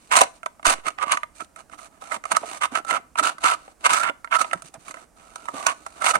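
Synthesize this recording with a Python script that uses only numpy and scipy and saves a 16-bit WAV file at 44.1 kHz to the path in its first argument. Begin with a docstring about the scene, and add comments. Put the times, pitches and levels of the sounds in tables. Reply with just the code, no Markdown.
"""A short scrape and a flurry of sharp clicks, very close: hollow plastic toy pieces pushed together by hand.
More scrapes, light rubs and clicks follow. Each scrape is a dense run of tiny slips, each click a short
cluster of contacts, and all of them ring the same plastic shell. Fingers rub and bump the shell dully,
and one hard push puffs air. The small, quiet room adds a faint tail and a steady bed of air."""
import sys
import numpy as np
from scipy import signal
from scipy.fft import rfft, irfft
from scipy.io import wavfile
from scipy.ndimage import uniform_filter1d

SR = 44100
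rng = np.random.default_rng(int(sys.argv[2]) if len(sys.argv) > 2 else 0)


def generate_wav(sig):
    """Save sig (samples, or channels by samples) to the path in sys.argv[1] as 16-bit PCM at SR."""
    pcm = np.round(np.clip(np.atleast_2d(sig).T, -1, 1) * 32767).astype(np.int16)
    wavfile.write(sys.argv[1], SR, pcm)


N = 273127
TIME = np.arange(N) / SR

# room tone spectrum: (frequency [Hz], relative level [dB])
ROOM_TONE = [(15, -9), (25, 7.5), (109, -5.5), (286, -1), (394, -10), (637, -4), (856, -8), (1280, -11),
             (1460, -13.5), (2700, -17.5), (3440, -22.5), (9020, -14.5), (15000, -30)]
# dull finger bumps: (time [s], level [dB], pitch [Hz])
FINGER_BUMPS = [(0.216, -24, 600), (0.675, -22, 307), (2.164, -38.5, 220), (2.329, -31, 199),
                (2.432, -30, 445), (2.72, -27, 256), (2.971, -38, 269), (3.209, -24.5, 299.6),
                (4.547, -29.5, 175), (4.637, -40.5, 155), (4.746, -31.5, 655), (4.771, -40.5, 140),
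                (5.536, -24.5, 271), (6.156, -26.5, 182.6)]
# shell modes: (frequency [Hz], width [Hz], left level [dB], right level [dB], right phase lead [rad])
SHELL_MODES = [(286, 44, -37.5, -30.5, 2), (439, 115, -36, -31, 1.7), (565, 36, -71, -13, 4.5),
               (655, 45, -12.5, -5.5, 0.8), (786, 61, -10, -17, 2), (960, 18.4, 0, -2.5, -2),
               (1004, 56, -13.5, -0.5, -2.5), (1190, 150, -2.5, 4, -2.5), (1312, 54.3, -58, 12.5, -3),
               (1516, 41, -9, -8, -0.5), (1696, 860, -17.5, -6.5, -2.4), (2089, 87, -14, -2, 4),
               (2465, 260, -18.5, -16.5, 4.5), (2814, 410, -16.5, -19, 1.83)]
# spectrum of the shell's crowded upper modes: (frequency [Hz], left level [dB], right level [dB])
UPPER_MODES = [(1420, -13, -6.5), (2520, -34, 8), (3600, 4, -8), (5000, -3, -5.5), (5810, -8.5, 2),
               (7830, -3, 3), (9110, -4, 7), (11000, -5.5, -10.5), (11400, -23, -13), (15600, -24.5, -26)]
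# how the pieces are held: (time [s], left minus right [dB], main mode emphasis [dB], its pitch [Hz])
HAND_GRIP = [(.18, 0.5, -30, 1300), (.45, 1, -2.5, 1350), (.7, 1.5, -13, 1320), (1.019, -4.5, -3, 1190),
             (1.13, 3, -4.5, 1160), (1.401, -2.5, 5, 1310), (2.299, -2, -5.5, 1300),
             (2.629, -0.5, -6, 1200), (2.799, -2.5, 0, 1320), (3.299, 2.5, -0.5, 1310),
             (3.902, 2, -8.5, 1290), (4.061, -0.5, -2, 1400), (4.351, -0.5, 1, 1312),
             (4.9, -2.5, -10.5, 1300), (5.451, 0, 8.5, 1310), (5.668, -0.5, -6, 1080), (5.87, 0.5, 2, 1350),
             (6.099, -1, 0, 1290)]
# light rubs as the pieces shift in the hand: (time [s], length [s], level [dB], relative grit [dB])
LIGHT_RUBS = [(0, 0.24, -67.5, 5.5), (0.244, 0.027, -43.5, -17), (0.34, 0.041, -66.5, 5.5),
              (0.742, 0.058, -49, -12), (0.847, 0.06, -41.5, -8.5), (1.354, 0.093, -62, 8.5),
              (1.575, 0.041, -49.5, -5.5), (1.718, 0.037, -51.5, -5), (1.783, 0.088, -51, -1.5),
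              (1.913, 0.074, -62.5, -8), (2.012, 0.092, -49.5, -3.5), (2.266, 0.22, -51, -2.5),
              (2.457, 0.125, -43, -1.5), (2.719, 0.04, -43, -8), (3.293, 0.037, -44, -7),
              (3.412, 0.025, -46, -2), (3.523, 0.2, -60.5, -2), (3.807, 0.06, -58, 0.5),
              (4.433, 0.072, -50, -3.5), (4.507, 0.094, -56, -4.5), (4.648, 0.04, -59, 8),
              (4.742, 0.014, -56.5, -2), (4.795, 0.06, -64.5, 3.5), (4.859, 0.06, -52, 2.5),
              (4.946, 0.096, -54.5, -4), (5.167, 0.25, -57.5, -4), (5.374, 0.35, -53, -5),
              (5.544, 0.11, -39, -6.5), (5.725, 0.56, -59, -0.5), (5.962, 0.12, -51.5, -5)]
# hard scrapes, piece on piece:
# (time [s], length [s], level [dB], swell start to end [dB], relative low tone [dB], relative grit [dB])
HARD_SCRAPES = [(0.115, 0.029, -22, 3, -15.5, -8), (0.156, 0.084, -24.5, -9, -3.5, -2),
                (0.657, 0.081, -24, -4.5, -9.5, -2.5), (0.86, 0.025, -28, 9, -13.5, -9),
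                (0.986, 0.051, -32, 21.5, -14.5, -20), (1.062, 0.068, -30, 12, -14, -17),
                (1.121, 0.031, -24, -6, -14, -11), (1.403, 0.013, -33, 5, -12, -15.5),
                (2.11, 0.055, -33, -0.5, -9, -7.5), (2.309, 0.014, -28.5, 13, -7, -4),
                (2.351, 0.012, -29, -7, -17, -20), (2.616, 0.043, -24.5, 0.5, -19, -11),
                (2.751, 0.045, -27.5, -9.5, -9, -12.5), (2.869, 0.044, -31, 16.5, -20, -9),
                (2.897, 0.076, -26, 3, -9, -15), (3.176, 0.022, -25, 13, -23, -7.5),
                (3.23, 0.067, -24, -3, -13.5, -7.5), (3.439, 0.11, -24, -10, -13, -9),
                (3.846, 0.024, -20.5, 5, -13, -7), (3.895, 0.12, -24, -4.5, -15.5, -7.5),
                (4.007, 0.085, -26, 0.5, -15.5, -19), (4.315, 0.053, -24, 12, -27, -14.5),
                (4.389, 0.033, -23, 8, -14.5, -9), (5.679, 0.051, -30, -14, -10.5, -11),
                (6.011, 0.031, -34, 1, -9, -10), (6.043, 0.072, -23, 2.5, -10, -4),
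                (6.141, 0.026, -23.5, -3, -8, -14.5)]
# clicks and catches: (time [s], peak level [dB], relative low tone [dB], relative grit [dB])
SNAPS = [(0.124, -2, -25, -5), (0.153, -0.5, -12, -8.5), (0.167, 6, -28, 8), (0.174, 2.5, -8, -4),
         (0.214, 7, 1, -0.5), (0.43, -20.5, -7, -15), (0.459, -9.5, -5.5, -11), (0.594, -32, -0.5, -21),
         (0.628, -28, -6, -9), (0.652, -1, -26, -8), (0.666, 2.5, -2, 1), (0.702, -2, 0, 4),
         (0.985, -15.5, -10.5, -22.5), (1.025, -8.5, -15, -12.5), (1.035, -9.5, -8, -22),
         (1.119, 2.5, -14, -1), (1.171, -10.5, -17, -11.5), (1.231, -10.5, -13, -19),
         (1.406, -17.5, -11, -12), (1.56, -25.5, -10, -5), (1.696, -33, -5, -11), (1.734, -26.5, -20, -17),
         (1.789, -27, -12, -18), (2.02, -25, -3, -9), (2.119, -8.5, -9, -14.5), (2.238, -20.5, -11, -10.5),
         (2.253, -14.5, -9.5, -12.5), (2.318, -1, -10, -5.5), (2.366, 1.5, -16, -8.5), (2.43, -19, 10, -63),
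         (2.755, -4.5, -30, -17), (2.847, -21, -7.5, -9.5), (2.908, -4.5, -8.5, -19),
         (3.155, -16, -10, -21.5), (3.193, 0, -10.5, -38), (3.381, -24, -11, -11.5), (3.441, -2, -22, -17),
         (3.458, -0.5, -25, -11.5), (3.519, -2.5, -12, -19), (3.678, -30.5, 10.5, -16),
         (3.863, 1.5, -28, -13), (3.933, -2.5, -12, 2.5), (4.033, -6, -13, -9), (4.095, -6.5, -4.5, -18.5),
         (4.244, -14, -20.5, -17), (4.273, -25.5, -12, -26), (4.325, -0.5, -17, -30), (4.353, 2, -15, -17),
         (4.444, -13, -8, -26), (4.511, -19, -26, -18), (4.531, -4.5, -6.5, -11.5), (4.62, -22.5, -5, 2),
         (4.74, -26, 5.5, 5.5), (4.881, -20, -21, -7), (4.909, -19.5, -9, -2), (4.941, -22, -5.5, -9),
         (4.969, -27.5, -4, -19.5), (5.357, -19.5, -8, -3), (5.455, -24.5, -12, -6),
         (5.485, -10, -12.5, -17.5), (5.666, 3, -14.5, -2.5), (5.863, -17.5, -5.5, -8),
         (6.021, -8, -16, -13.5), (6.068, 1, -33, -21), (6.155, 2.5, -19, -13.5)]

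RING_SAMPLES = 4096
MAIN_HZ = 1312  # the shell's main mode before the grip retunes it


def undb(db):
    """Decibels to gain."""
    return 10 ** (np.asarray(db) / 20)


def unit(x):
    """Scale to rms 1."""
    return x / np.sqrt(np.mean(x ** 2) + 1e-20)


def band(x, lo_hz, hi_hz, order=2):
    """Causal band-pass."""
    sos = signal.butter(order, [lo_hz, min(hi_hz, .45 * SR)], "band", fs=SR, output="sos")
    return signal.sosfilt(sos, x)


def colour(x, hz, db):
    """Minimum-phase EQ through (frequency [Hz], gain [dB]) points."""
    bins_hz = np.fft.rfftfreq(1024, 1 / SR)
    gain = undb(np.interp(np.log(bins_hz + 1), np.log(hz), db))
    cepstrum = irfft(np.log(gain))
    half = len(cepstrum) // 2
    cepstrum[1:half] *= 2
    cepstrum[half + 1:] = 0
    return signal.fftconvolve(x, irfft(np.exp(rfft(cepstrum))))[:len(x)]


def add(out, s, x):
    """Mix x into out from time s."""
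    i = max(int(s * SR), 0)
    out[:, i:i + x.shape[1]] += x[:, :max(N - i, 0)]


def drift(rate_hz=30):
    """A control curve gliding between random values."""
    knots = np.arange(0, N, SR // rate_hz)
    return np.interp(np.arange(N), knots, rng.standard_normal(len(knots)))


def slips(per_s, spread_db):
    """Tiny stick-slip impacts at random moments, of very unequal size."""
    return (rng.random(N) < per_s / SR) * rng.standard_normal(N) * undb(spread_db * rng.standard_normal(N))


def air(level_db=-57, left_db=-4.5, treble_db=-3.5):
    """Quiet steady room tone, dull and partly shared by both sides."""
    hz, db = np.transpose(ROOM_TONE)
    db = db + treble_db * (hz > 2000)
    shared, left, right = (unit(colour(rng.standard_normal(N), hz, db)) for _ in range(3))
    return unit(shared + np.array([left, right])) * undb(level_db) * undb([[left_db], [0]])


def room(x, wet_db=-21.5, t60_s=0.31, treble_t60_s=0.24, treble_db=2.0, build_s=0.012):
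    """A small room: a faint diffuse tail whose treble dies first."""
    t = np.arange(SR // 2) / SR
    low = band(rng.standard_normal((2, len(t))), 150, 2500) * undb(-60 * t / t60_s)
    high = band(rng.standard_normal((2, len(t))), 2500, 11000) * undb(-60 * t / treble_t60_s)
    tail = (low + undb(treble_db) * high) * (1 - np.exp(-t / build_s))
    tail *= undb(wet_db) / np.sqrt(np.sum(tail ** 2) / 2)
    return signal.fftconvolve(x.mean(axis=0)[None], tail, axes=1)[:, :N]


def skin_rub():
    """Soft grains of skin friction, stirring the shell's deepest mode."""
    grains = slips(per_s=900, spread_db=7.8)
    return unit(band(grains, 155, 500)) + .6 * unit(band(grains, 282, 312, order=1))


def puff(start_s=.672, gain_db=-18.5, rise_hz=35, decay_s=0.034):
    """One hard push puffs air at the microphones: the pressure jumps, swings under and creeps back."""
    age = (TIME - start_s).clip(0)
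    jump = 1 - np.exp(-(2 * np.pi * rise_hz * age) ** 2)
    return undb(gain_db) * jump * (1 - age / decay_s) * np.exp(-age / decay_s)


def fingers(drive, rub_db=-48.5, full_grip_force=0.011, bump_rise_s=0.0069, left_db=-9.5):
    """Handling layer: skin rubbing on the shell, dull bumps and the puff of air."""
    friction = skin_rub() + 0.082 * np.array([skin_rub(), skin_rub()])
    grip = np.tanh(drive[0] / full_grip_force) ** 0.58  # levels off once the skin grips fully
    out = friction * grip * undb(rub_db)
    t = np.arange(2 * RING_SAMPLES) / SR
    swell = t / bump_rise_s * np.exp(1 - t / bump_rise_s)
    for s, db, hz in FINGER_BUMPS:
        skin = unit(band(rng.standard_normal(len(t)), hz / 2, hz * 2))
        thud = .5 * np.sin(2 * np.pi * hz * t) + 0.29 * skin
        add(out, s, (undb(db) * swell * thud)[None])
    return (out + puff()) * undb([[left_db], [0]])


def shell(spot_db, tick, detune=.008, upper_decay_s=0.0042):
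    """The shell's ring after a tap at a random spot, as stereo stems: low, middle, upper, main mode."""
    t = np.arange(RING_SAMPLES) / SR
    stems = np.zeros((4, 2, RING_SAMPLES))
    for hz, width_hz, left_db, right_db, lead in SHELL_MODES:
        size, shift, offset = rng.standard_normal(3)
        phase = 2 * np.pi * hz * (1 + detune * shift) * t + offset * np.pi / 2
        decay = width_hz * np.exp(-np.pi * width_hz * t) * undb(spot_db * size)
        sides = decay * np.array([undb(left_db) * np.sin(phase), undb(right_db) * np.sin(phase + lead)])
        stem = 3 if abs(hz - MAIN_HZ) < 60 else int(hz > 850)
        stems[stem] += band(sides, hz / 1.5, hz * 1.5, order=1)
    # the upper modes lie so close that they ring as a short hiss after the tick
    hz, *sides_db = np.transpose(UPPER_MODES)
    for side, db in enumerate(sides_db):
        hiss = rng.standard_normal(RING_SAMPLES) * np.exp(-t / upper_decay_s)
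        hiss[0] += tick
        stems[2, side] = band(colour(hiss, hz, db), 700, SR / 2, order=1)
    return stems


def held(stems, s, wander=1):
    """The grip retunes and weights the main mode, mixed into the middle stem, and pans the pieces."""
    times, *columns = np.transpose(HAND_GRIP)
    pan_db, main_db, hz = (np.interp(np.atleast_1d(s), times, column) for column in columns)
    low, middle, upper, main = stems
    n = main.shape[1]
    playhead = np.cumsum(np.ones(n) * wander * hz / MAIN_HZ)
    main = np.array([np.interp(playhead, np.arange(n), side) for side in main])
    pan = undb(np.array([pan_db, -pan_db]) / 2)
    return np.array([low, middle + undb(main_db) * main, upper]) * pan


def stroke(s, length_s, attack_s, release_s, swell_db=0, arch_db=2.5):
    """Force of one hand movement: it builds, arches and swells while the pieces slide, then lets go."""
    along = ((TIME - s) / length_s).clip(0, 1)
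    hold_db = swell_db * (along - .5) + arch_db * (np.sin(np.pi * along) - 2 / np.pi)
    fade = (s - TIME).clip(0) / attack_s + (TIME - s - length_s).clip(0) / release_s
    return undb(hold_db) * np.exp(-np.minimum(fade, 20))


def pressure(rub_low_db=-4):
    """How hard the scrapes and rubs drive the low, middle and upper modes."""
    growth = np.array([[0.56], [1], [1.15]])  # powers of the force: harder is brighter
    power = np.zeros((3, N))
    for s, length_s, db, swell_db, low_db, grit_db in HARD_SCRAPES:
        force = stroke(s, length_s, attack_s=0.0037, release_s=0.0066, swell_db=swell_db)
        power += (undb([[db + low_db], [db], [db + grit_db]]) * force ** growth) ** 2
    for s, length_s, db, grit_db in LIGHT_RUBS:
        force = stroke(s, length_s, attack_s=0.0058, release_s=0.008)
        power += (undb([[db + rub_low_db], [db], [db + grit_db]]) * force) ** 2
    return np.sqrt(power)


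def scrapes(drive, spots=3, flicker_db=2.0, light_touch_db=-6, ring_force=0.0084, steady_s=0.027):
    """Edges slide over each other from spot to spot; every slip rings the shell."""
    stems = 0
    for _ in range(spots):
        friction = undb(flicker_db * drift()) * slips(per_s=1200, spread_db=4.8)
        ring = shell(spot_db=3.5, tick=3.0)
        stems = stems + signal.oaconvolve(friction[None, None], ring, axes=2)[..., :N]
    # a light touch stirs the main mode less; its pitch wavers as the contact slides
    stems[3] *= undb(light_touch_db * np.exp(-drive[1] / ring_force))
    stems = held(stems, TIME, wander=1 + .03 * drift())
    # the hand, not the single slip, sets the level
    power = uniform_filter1d(stems.mean(axis=1) ** 2, int(steady_s * SR), axis=1)
    gain = drive / np.sqrt(np.abs(power) + 1e-12)
    return (stems * gain[:, None]).sum(axis=0)


def clicks(drive, snap_s=.0008, slide_s=0.0024, chatter_s=0.0021, lag_s=.0015, ducking=5.3):
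    """A piece slides grittily for an instant, snaps home and chatters against its neighbour."""
    out = np.zeros((2, N))
    t = np.arange(-384, 1024) / SR  # the snap falls at t = 0
    for s, peak_db, low_db, grit_db in SNAPS:
        pressed = drive[1, int(s * SR)]
        rise_s = snap_s + slide_s * np.tanh(pressed / 0.0055)  # a pressed piece slides first
        fall_s = chatter_s * undb(-0.2 * grit_db)  # duller, softer contacts last longer
        swell = np.exp(-np.abs(t) / np.where(t < 0, rise_s, fall_s))
        contacts = (rng.random(len(t)) < .1) * rng.standard_normal(len(t)) * swell
        push = (t == 0) + np.outer([0.4, 0.4, 0.35, 0.4], contacts)  # snap plus chatter, per stem
        # grit above 0 dB smears the push on the middle modes, leaving the main mode to stand out
        push[1] = uniform_filter1d(push[1], max(int(grit_db * 0.08 * SR), 1))
        rings = signal.fftconvolve(push[:, None], shell(spot_db=2.5, tick=8.1), axes=2)
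        click = sum(undb(db) * stem / stem.mean(axis=0).std()
                    for db, stem in zip((low_db, 0, grit_db), held(rings, s)))
        # clicks are played quieter while a scrape sounds under them
        under_scrape_gain = 1 / (1 + ducking * pressed)
        add(out, s + t[0] + lag_s, click * under_scrape_gain * undb(peak_db) / np.abs(click).max())
    return out


def scene():
    """Scrapes, clicks and fingers up close, over the room's tail and air."""
    drive = pressure()
    toy = scrapes(drive) + clicks(drive) + fingers(drive)
    return toy + room(toy) + air()


def record(dry, top_hz=15900):
    """Master chain: a hard clip at full scale, then a steep high cut."""
    high_cut = signal.ellip(8, .2, 70, top_hz, fs=SR, output="sos")
    return signal.sosfilt(high_cut, np.clip(dry, -1, 1))


dry = scene()
out = record(dry)
generate_wav(out)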